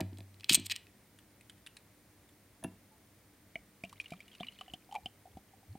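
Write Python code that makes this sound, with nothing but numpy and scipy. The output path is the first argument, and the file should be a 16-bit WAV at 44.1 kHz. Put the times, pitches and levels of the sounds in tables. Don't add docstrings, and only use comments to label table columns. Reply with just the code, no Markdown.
import sys
import numpy as np
from scipy import signal
from scipy.fft import rfft, irfft, next_fast_len
from scipy.io import wavfile

SR = 44100
rng = np.random.default_rng(int(sys.argv[2]) if len(sys.argv) > 2 else 0)


def bounce(signal):
    frames = np.transpose(np.atleast_2d(signal))
    limited = np.clip(frames, -1, 1)
    pcm = np.round(limited * 32767).astype(np.int16)
    wavfile.write(sys.argv[1], SR, pcm)


N = 254898

# (per Hz, relative)
AIR_SPECTRUM = [(15, -58), (25, -25), (43, -11.5), (102, -4), (167, -8), (191, -7), (303, -9.5),
                (1170, -20.5), (1810, -20.5), (2720, -25), (8980, -28.5), (16300, -27)]
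# (per Hz, relative)
HISS_SPECTRUM = [(24, -29), (40, -9.5), (233, -6), (1250, -11), (14700, -13), (16300, -17.5)]
# pitch_hz, width_hz, level_db
MACHINE_HUMS = [(60, 9.7, -84.5), (99.63, 5.4, -74), (200.4, 6, -77), (240.3, 7.7, -87.5), (299, 15, -76.5),
                (2100, 540, -80.5)]
# time_s, droplets_per_s
FIZZ_RATE = [(3.8, 62), (4.1, 260), (4.35, 580), (4.6, 390), (4.75, 30), (5.78, 5)]
# start_s, level_db, pitch_hz (centre of the body colour)
LABEL_TICKS = [(1.187, -40, 3200), (1.4092, -43, 2500), (1.4964, -34.5, 3310), (1.5788, -51, 1920),
               (1.6633, -32.5, 3440), (1.67, -33, 3030), (1.7674, -33.5, 4000), (2.2897, -48, 3330)]
# start_s, main_level_db, upper_level_db, boom_level_db
TABLE_BLOWS = [(.001, -41, -39, -43), (.009, -33.5, -43, -40.5), (0.021, -56, -51, -48.5),
               (0.126, -48, -62.5, -50), (.186, -51.5, -54.5, -53), (.204, -53, -57.5, -52),
               (.507, -34, -48.5, -50.5), (0.522, -47, -60, -53.5), (.573, -41, -52.5, -47),
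               (.593, -45, -63.5, -59.5), (2.627, -57, -53, -66), (2.639, -62, -43.5, -70),
               (2.645, -35.5, -39, -52.5)]
# pitch_hz, level_db, t60_s
TABLE_MAIN_MODES = [(140.7, 0, 0.057), (183.6, -5, 0.22), (241.5, -0.5, .15), (300.8, -1.5, 0.11),
                    (361, -4, 0.081)]
TABLE_UPPER_MODES = [(507, -5.5, 0.024), (659.7, -0.5, .05), (759, -6.5, 0.06), (930, -4.5, 0.028),
                     (1357, -7.5, 0.012), (1750, -7, 0.024)]
TABLE_BOOM_MODES = [(96.56, -1, .7), (106, -9.5, 0.34)]
# start_s, level_db
GLASS_SCUFFS = [(2.6391, -40), (2.6444, -46)]
# pitch_hz, level_db, t60_s
GLASS_MODES = [(2746, -10, 0.1), (2680, -8, 0.034), (2280, -4, 0.007), (3330, -0.5, 0.0041),
               (6450, -5.5, 0.004), (8900, -4.5, 0.01), (10460, 1, 0.01), (10150, -13.5, 0.085),
               (14350, -8, 0.018)]
# start_s, level_db, colour (-1 dull, 0 middle, 1 bright)
CAP_CONTACTS = [(.0054, -31, 0.46), (.0094, -33, -0.44), (0.1303, -59, 0), (.172, -53, 0),
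                (0.1843, -46.5, 0.42), (.2044, -49, 0), (0.3424, -58, 0.15), (0.3978, -49, 0.24),
                (0.4071, -46.5, 0), (0.4332, -47.5, -1.2), (0.443, -34.5, 0), (0.4923, -30.5, 0),
                (0.4945, -14, 0), (0.5033, -21, 0), (.5114, -26, 0), (0.5221, -22.5, 0),
                (0.5256, -20.5, .3), (.5314, -18, 0.87), (0.5365, -17, 0.45), (.5446, -17, 0.56),
                (0.5458, -12, 0.86), (0.5485, -20.5, 0.89), (0.5502, -13.5, .4), (0.552, -22, 0.68),
                (0.5567, -27.5, 0.43), (.5684, -49.5, .4), (0.5977, -46.5, 1), (0.6612, -38.5, 0.98),
                (0.6649, -29.5, 0.39), (.6978, -28.5, -0.42), (.7064, -36, -0.079), (0.7116, -40, -.1),
                (0.7152, -42, 0.78), (0.7192, -35, 0), (0.7193, -27.5, -0.32), (0.7562, -40, 0.056),
                (0.7612, -30.5, 0.43), (0.8679, -49.5, -0.55)]
# start_s, peak_s, level_db, swell_db, colour (-1 to 1)
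CAP_SCRAPES = [(0.484, 0.496, -39.5, 42, -0.4), (0.493, 0.529, -47, 11, .3), (.544, 0.557, -42.5, 2.5, .7),
               (.642, .662, -58.5, 18, 0.4), (.698, 0.72, -44, 18, -0.24), (0.761, 0.762, -53.5, 16, -0.15)]
# pitch_hz, level_db, t60_s
CAP_LOW_MODES = [(1550, -4.5, 0.0047), (1978, 8, 0.0031), (2560, 5.5, .008)]
CAP_MIDDLE_MODES = [(2950, -0.48, 0.0068), (3380, -1.5, 0.0086), (3999, 0.7, .007), (4710, -1.1, 0.0075),
                    (5290, -2.1, .004)]
CAP_HIGH_MODES = [(5940, -4, 0.0019), (7260, 3.5, 0.0028), (7935, -29.5, .15), (8235, 1, 0.008),
                  (8447, -28, 0.13), (8800, -0.5, 0.0018), (12050, -4, 0.011), (13770, 0, 0.0015)]
# start_s, push_level_db, hollow_level_db
BEER_SLUGS = [(3.5551, -37, -39.5), (3.8368, -31.5, -39), (4.1191, -30, -37.5), (4.4051, -30, -35),
              (4.736, -34, -42.5), (5.0581, -34.5, -38), (5.3696, -33.5, -42), (5.7522, -33.5, -45)]
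# start_s, pitch_hz, level_db
LARGE_BUBBLES = [(3.8484, 658, -52), (3.927, 1130, -48), (4.1344, 1154, -48), (4.4004, 1210, -49),
                 (4.4308, 1190, -43.5), (4.6109, 744, -44), (4.6109, 1154, -43.5), (4.6788, 754, -48),
                 (4.8904, 760, -49), (4.9122, 800, -46.5), (4.9237, 820, -34.5), (4.9437, 850, -41.5),
                 (4.9437, 1154, -40.5), (4.9506, 866, -29.5), (4.9584, 800, -31.5), (4.9584, 1180, -57),
                 (4.9654, 775, -36), (4.9814, 733, -45), (5.2544, 733, -44), (5.2714, 746, -50),
                 (5.5354, 770, -51), (5.6294, 762, -56)]
# start_s, pitch_hz, ring_level_db, splash_level_db
SMALL_BUBBLES = [(3.5553, 2210, -28.5, -49.5), (3.8366, 2350, -33, -44), (3.8486, 2750, -42, -50),
                 (3.894, 2710, -61, -45.5), (3.927, 2760, -75, -45), (3.9992, 2430, -26.5, -41.5),
                 (4.007, 5480, -57, -50), (4.0124, 2313, -52, -46), (4.042, 2330, -50, -50),
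                 (4.0574, 2800, -41, -52), (4.0812, 2320, -70, -50), (4.1047, 2300, -53, -42),
                 (4.1209, 2350, -37.5, -46), (4.1344, 2330, -46, -51), (4.2033, 2313, -40, -48),
                 (4.257, 3310, -69, -65), (4.2794, 2890, -51.5, -50.5), (4.3153, 3190, -51, -62),
                 (4.33, 3080, -57, -58), (4.3386, 2840, -53, -62), (4.3492, 2820, -47.5, -47.5),
                 (4.4004, 3100, -43, -55), (4.4058, 3490, -44.5, -47), (4.43, 2330, -37.5, -59),
                 (4.4312, 2870, -38.5, -60), (4.445, 2313, -44.5, -52), (4.467, 2900, -44, -52),
                 (4.4692, 3900, -49.5, -62), (4.484, 2900, -36.5, -60), (4.5213, 2970, -55, -53),
                 (4.531, 2980, -64, -66), (4.56, 2450, -59, -63), (4.5875, 2950, -46.5, -49.5),
                 (4.6097, 2950, -38.5, -43.5), (4.68, 2920, -47, -54), (4.6977, 2950, -49.5, -63),
                 (4.7357, 3030, -34, -39.5), (4.9113, 3070, -56, -55), (4.9233, 3050, -51.5, -45),
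                 (4.9417, 3180, -50, -46), (4.9511, 2300, -37, -42.5), (4.9592, 2370, -35.5, -50),
                 (5.0582, 3037, -30.5, -45), (5.3707, 2930, -73, -51), (5.7532, 3150, -72, -64)]
# start_s, pitch_hz, level_db, t60_s
FINGERED_BOWL = (2.91, 870, -55, .12)
# start_s, first_pitch_hz, last_pitch_hz, level_db
AIR_POCKETS = [(3.56, 55.6, 45.7, -60.5), (3.839, 190.5, 184, -55), (4.121, 148.3, 220, -50),
               (4.407, 158, 298, -51.5), (4.675, 45, 76.4, -58), (5.01, 55.2, 96, -54.5),
               (5.323, 54.2, 96, -50.5), (5.68, 72.8, 125.4, -43.5)]

AIR_DB, HISS_DB = -65, -73.5
WHINE_HZ, WHINE_WANDER_HZ, WHINE_WIDTH_HZ, WHINE_DB = 9010, 120.3, 250, -81
ROOM_T60_S, ROOM_DB, WALL_CUT_HZ = 0.31, -20, 3000
TOP_CUT_HZ = 16700
TICK_T60_S, TICK_TREBLE_DB = 0.029, -8.5
SNAP_DB = 2.5
CLACK_OFF_COLOUR_DB, SCRAPE_OFF_COLOUR_DB = 14, 8.5
LET_GO_DB_PER_S = 2500
RING_LAG_S = .0007
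HOLLOW_HZ, HOLLOW_RISE_HZ_PER_S = 638, 52
PLOP_CYCLES = 28
PLINK_CYCLES, PLINK_CYCLES_PER_KHZ = 50.0, 54.6
PARTNER_RATIO, PARTNER_DB = 1.3, -17.5
STRAY_LOW_HZ, STRAY_HIGH_HZ, STRAY_DB = 1400, 5220, -13
GULP_S, GULP_EVEN_HZ = 0.065, 73.5


def amp(db):
    return 10 ** (np.asarray(db) / 20)


def rms_one(x):
    return x / np.sqrt(np.mean(x ** 2) + 1e-20)


def band(x, low_hz, high_hz):
    sos = signal.butter(2, [low_hz, min(high_hz, SR * .45)], "band", fs=SR, output="sos")
    return signal.sosfilt(sos, x)


def add(out, start_s, sound):
    i = max(round(start_s * SR), 0)
    out[i:i + len(sound)] += sound[:N - i]


def dying(t60):
    t = np.arange(int(np.clip(t60, .003, .5) * SR)) / SR
    return t, amp(-60 * t / t60)


def ring(force, modes):
    out = 0
    for k, (hz, db, t60) in enumerate(modes):
        radius = amp(-60 / (t60 * SR))
        w = 2 * np.pi * hz / SR
        resonator = [1, -2 * radius * np.cos(w), radius * radius]
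        mode = signal.lfilter([0, np.sin(w)], resonator, force + 1e-18)
        out = out + (-1) ** k * amp(db) * mode
    return out


def grit(size, spread_db):
    unevenness_db = spread_db * np.minimum(rng.exponential(1, size), 4)
    return rms_one(rng.standard_normal(size) * amp(unevenness_db))


def coloured(spectrum):
    size = next_fast_len(N)
    hz = np.maximum(np.arange(size // 2 + 1) * SR / size, 1)
    table = np.array(spectrum)
    gain = amp(np.interp(np.log(hz), np.log(table[:, 0]), table[:, 1]))
    return rms_one(irfft(rfft(rng.standard_normal(size)) * gain, size)[:N])


def whine():
    points = rng.standard_normal(int(np.ceil((N / SR + 1) / .4)))
    wander = np.interp(np.arange(N) / SR, np.arange(0, N / SR + 1, .4), points)
    low_pass = signal.butter(2, WHINE_WIDTH_HZ / 2, fs=SR, output="sos")
    flutter = rms_one(signal.sosfilt(low_pass, rng.standard_normal((2, N))))
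    phase = 2 * np.pi * np.cumsum(WHINE_HZ + WHINE_WANDER_HZ * wander) / SR
    return amp(WHINE_DB) * (flutter[0] * np.sin(phase) + flutter[1] * np.cos(phase))


def machine_hum():
    hums = np.zeros(N)
    for hz, width_hz, db in MACHINE_HUMS:
        noise = rng.standard_normal(N + SR)
        hums += amp(db) * rms_one(band(noise, hz - width_hz / 2, hz + width_hz / 2)[SR:])
    return hums


def room_tone():
    return amp(AIR_DB) * coloured(AIR_SPECTRUM) + machine_hum() + whine()


def room(x):
    t, fall = dying(ROOM_T60_S)
    echo = band(rng.standard_normal(len(t)), 220, WALL_CUT_HZ) * fall * (t > .004)
    return signal.fftconvolve(x, echo / np.sqrt(np.sum(echo ** 2)))[:N]


def ticks():
    out = np.zeros(N)
    t, fall = dying(TICK_T60_S)
    for s, db, hz in LABEL_TICKS:
        attack = 1 - np.exp(-t / 0.00034)
        puff = amp(db) * fall * attack * grit(len(t), spread_db=-6.0)
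        body = band(puff, hz / 1.15, hz * 1.034) + 0.6 * band(puff, 1670, 3630)
        add(out, s, body + amp(TICK_TREBLE_DB) * band(puff, 7570, 10400))
    return out


def knocks():
    low, upper, boom, sharp = np.zeros((4, N))
    t, fall = dying(0.03005)
    for s, db, upper_db, boom_db in TABLE_BLOWS:
        low[max(round((s - .003) * SR), 0)] += amp(db)
        boom[round(s * SR)] += amp(boom_db)
        scuff = (t == 0) + .08 * fall * rng.standard_normal(len(t))
        add(upper, s, amp(upper_db) * scuff)
    t, fall = dying(0.027)
    for s, db in GLASS_SCUFFS:
        scuff = .1 * fall * rng.standard_normal(len(t))
        scuff[0] = 1
        add(sharp, s, amp(db) * scuff)
    table = ring(low, TABLE_MAIN_MODES) + ring(boom, TABLE_BOOM_MODES) + ring(upper, TABLE_UPPER_MODES)
    return table + ring(sharp, GLASS_MODES)


def colour_db(db, colour, off_db):
    return db - off_db * np.abs(np.arange(-1, 2) - np.clip(colour, -1, 1))[:, None]


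def cap():
    size = SR
    force, snap, sand = np.zeros((3, size)), np.zeros(size), grit(size, spread_db=3)
    t, fall = dying(0.014)
    for s, db, colour in CAP_CONTACTS:
        i = round((s + .0006) * SR)
        blow = .1 * fall * sand[i:i + len(t)]
        blow[0] = -1
        force[:, i:i + len(t)] += amp(colour_db(db, colour, CLACK_OFF_COLOUR_DB)) * blow
        snap[i] -= amp(db + SNAP_DB)
    t, sand = np.arange(size) / SR, grit(size, spread_db=6.0)
    for start_s, peak_s, db, swell_db, colour in CAP_SCRAPES:
        swell = np.interp(t, [start_s, peak_s], [-swell_db, 0], -150)
        shape_db = swell - LET_GO_DB_PER_S * np.maximum(t - peak_s, 0)
        force += amp(colour_db(db, colour, SCRAPE_OFF_COLOUR_DB) + shape_db) * sand
    sound = snap + ring(force[0], CAP_LOW_MODES)
    sound = sound + ring(force[1], CAP_MIDDLE_MODES) + ring(force[2], CAP_HIGH_MODES)
    return np.pad(band(sound, 900, 13500), (0, N - size))


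def fizz():
    s, per_s = np.transpose(FIZZ_RATE)
    born = rng.random(N) < np.interp(np.arange(N) / SR, s, per_s, 0) / SR
    sizes = born * amp(-68.5 + np.minimum(6.0 * rng.exponential(1, N), 13))
    pitches, dealt = np.geomspace(2000, 4600, 16), rng.integers(0, 16, N)
    return sum(ring(sizes * (dealt == k), [(hz, 0, 30 / hz)]) for k, hz in enumerate(pitches))


def tone(hz, db, t60, rise_s, glide, rough=0):
    t, _ = dying(t60)
    shape = (1 - np.exp(-t / rise_s)) * amp(-60 * (t / t60) ** 1.22)
    steps = rng.standard_normal((2, 40))
    waver, slip = (rough * np.interp(t * hz / 4, np.arange(40), step) for step in steps)
    phase = 2 * np.pi * hz * t * (1 + glide * t / t60) + slip
    return amp(db) * shape * (1 + .5 * waver) * np.sin(phase)


def slugs(out):
    for s, push_db, db in BEER_SLUGS:
        hz = HOLLOW_HZ + HOLLOW_RISE_HZ_PER_S * (s - BEER_SLUGS[0][0])
        add(out, s, -tone(207, push_db, 0.014, rise_s=0.0012, glide=0.017))
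        hollow = tone(hz, db, PLOP_CYCLES / hz, rise_s=0.001, glide=0.096, rough=0.08)
        add(out, s + RING_LAG_S, hollow)


def plops(out):
    for s, hz, db in LARGE_BUBBLES:
        rough = 0.23 * (hz / 750) ** 4.15
        plop = tone(hz, db, PLOP_CYCLES / hz, rise_s=0.67 / hz, glide=0.016, rough=rough)
        add(out, s + RING_LAG_S, plop)


def plinks(out):
    t, fall = dying(0.04)
    for s, hz, db, splash_db in SMALL_BUBBLES:
        ring_s = s + RING_LAG_S
        noise = fall * grit(len(t), spread_db=3.5)
        splash = band(noise, 1890, 4890) + 0.43 * band(noise, 840, 2050)
        splash = splash + 0.68 * band(noise * fall, 4000, 9600)
        add(out, ring_s, amp(splash_db) * splash)
        stray_hz = STRAY_LOW_HZ * (STRAY_HIGH_HZ / STRAY_LOW_HZ) ** rng.random()
        stray = tone(stray_hz, db + STRAY_DB, 34.0 / stray_hz, rise_s=0.00033, glide=.1, rough=.6)
        add(out, ring_s, stray)
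        partner_hz = hz * PARTNER_RATIO if hz < 2500 else hz / PARTNER_RATIO
        for ring_hz, ring_db in (hz, db), (partner_hz, db + PARTNER_DB):
            cycles = PLINK_CYCLES + PLINK_CYCLES_PER_KHZ * (ring_hz / 1000 - 2.3)
            plink = tone(ring_hz, ring_db, cycles / ring_hz, rise_s=.00045, glide=0.035, rough=0.57)
            add(out, ring_s, plink)


def gulps(out):
    share = np.arange(int(GULP_S * SR)) / (GULP_S * SR)
    for s, first_hz, last_hz, db in AIR_POCKETS:
        phase = 2 * np.pi * GULP_S * (first_hz * share + (last_hz - first_hz) * share ** 2 / 2)
        swell = np.sin(np.pi * share ** (GULP_EVEN_HZ / first_hz))
        add(out, s, amp(db) * swell * np.sin(phase))


def pour():
    out = np.zeros(N)
    slugs(out)
    plops(out)
    plinks(out)
    s, hz, db, t60 = FINGERED_BOWL
    add(out, s, tone(hz, db, t60, rise_s=0.017, glide=0))
    gulps(out)
    return out


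def scene():
    open_air = cap() + ticks() + knocks()
    sheltered = pour() + fizz()
    near = open_air + sheltered + amp(ROOM_DB) * room(open_air + amp(-10) * sheltered)
    high_pass = signal.butter(4, 45, "high", fs=SR, output="sos")
    near = signal.sosfilt(high_pass, near)
    return np.tile(near + room_tone(), (2, 1))


def record(dry):
    hiss = amp(HISS_DB) * coloured(HISS_SPECTRUM) * [[1], [-1]]
    top_cut = signal.cheby2(16, 70, TOP_CUT_HZ, fs=SR, output="sos")
    return signal.sosfilt(top_cut, dry + hiss)


dry = scene()
out = record(dry)
bounce(out)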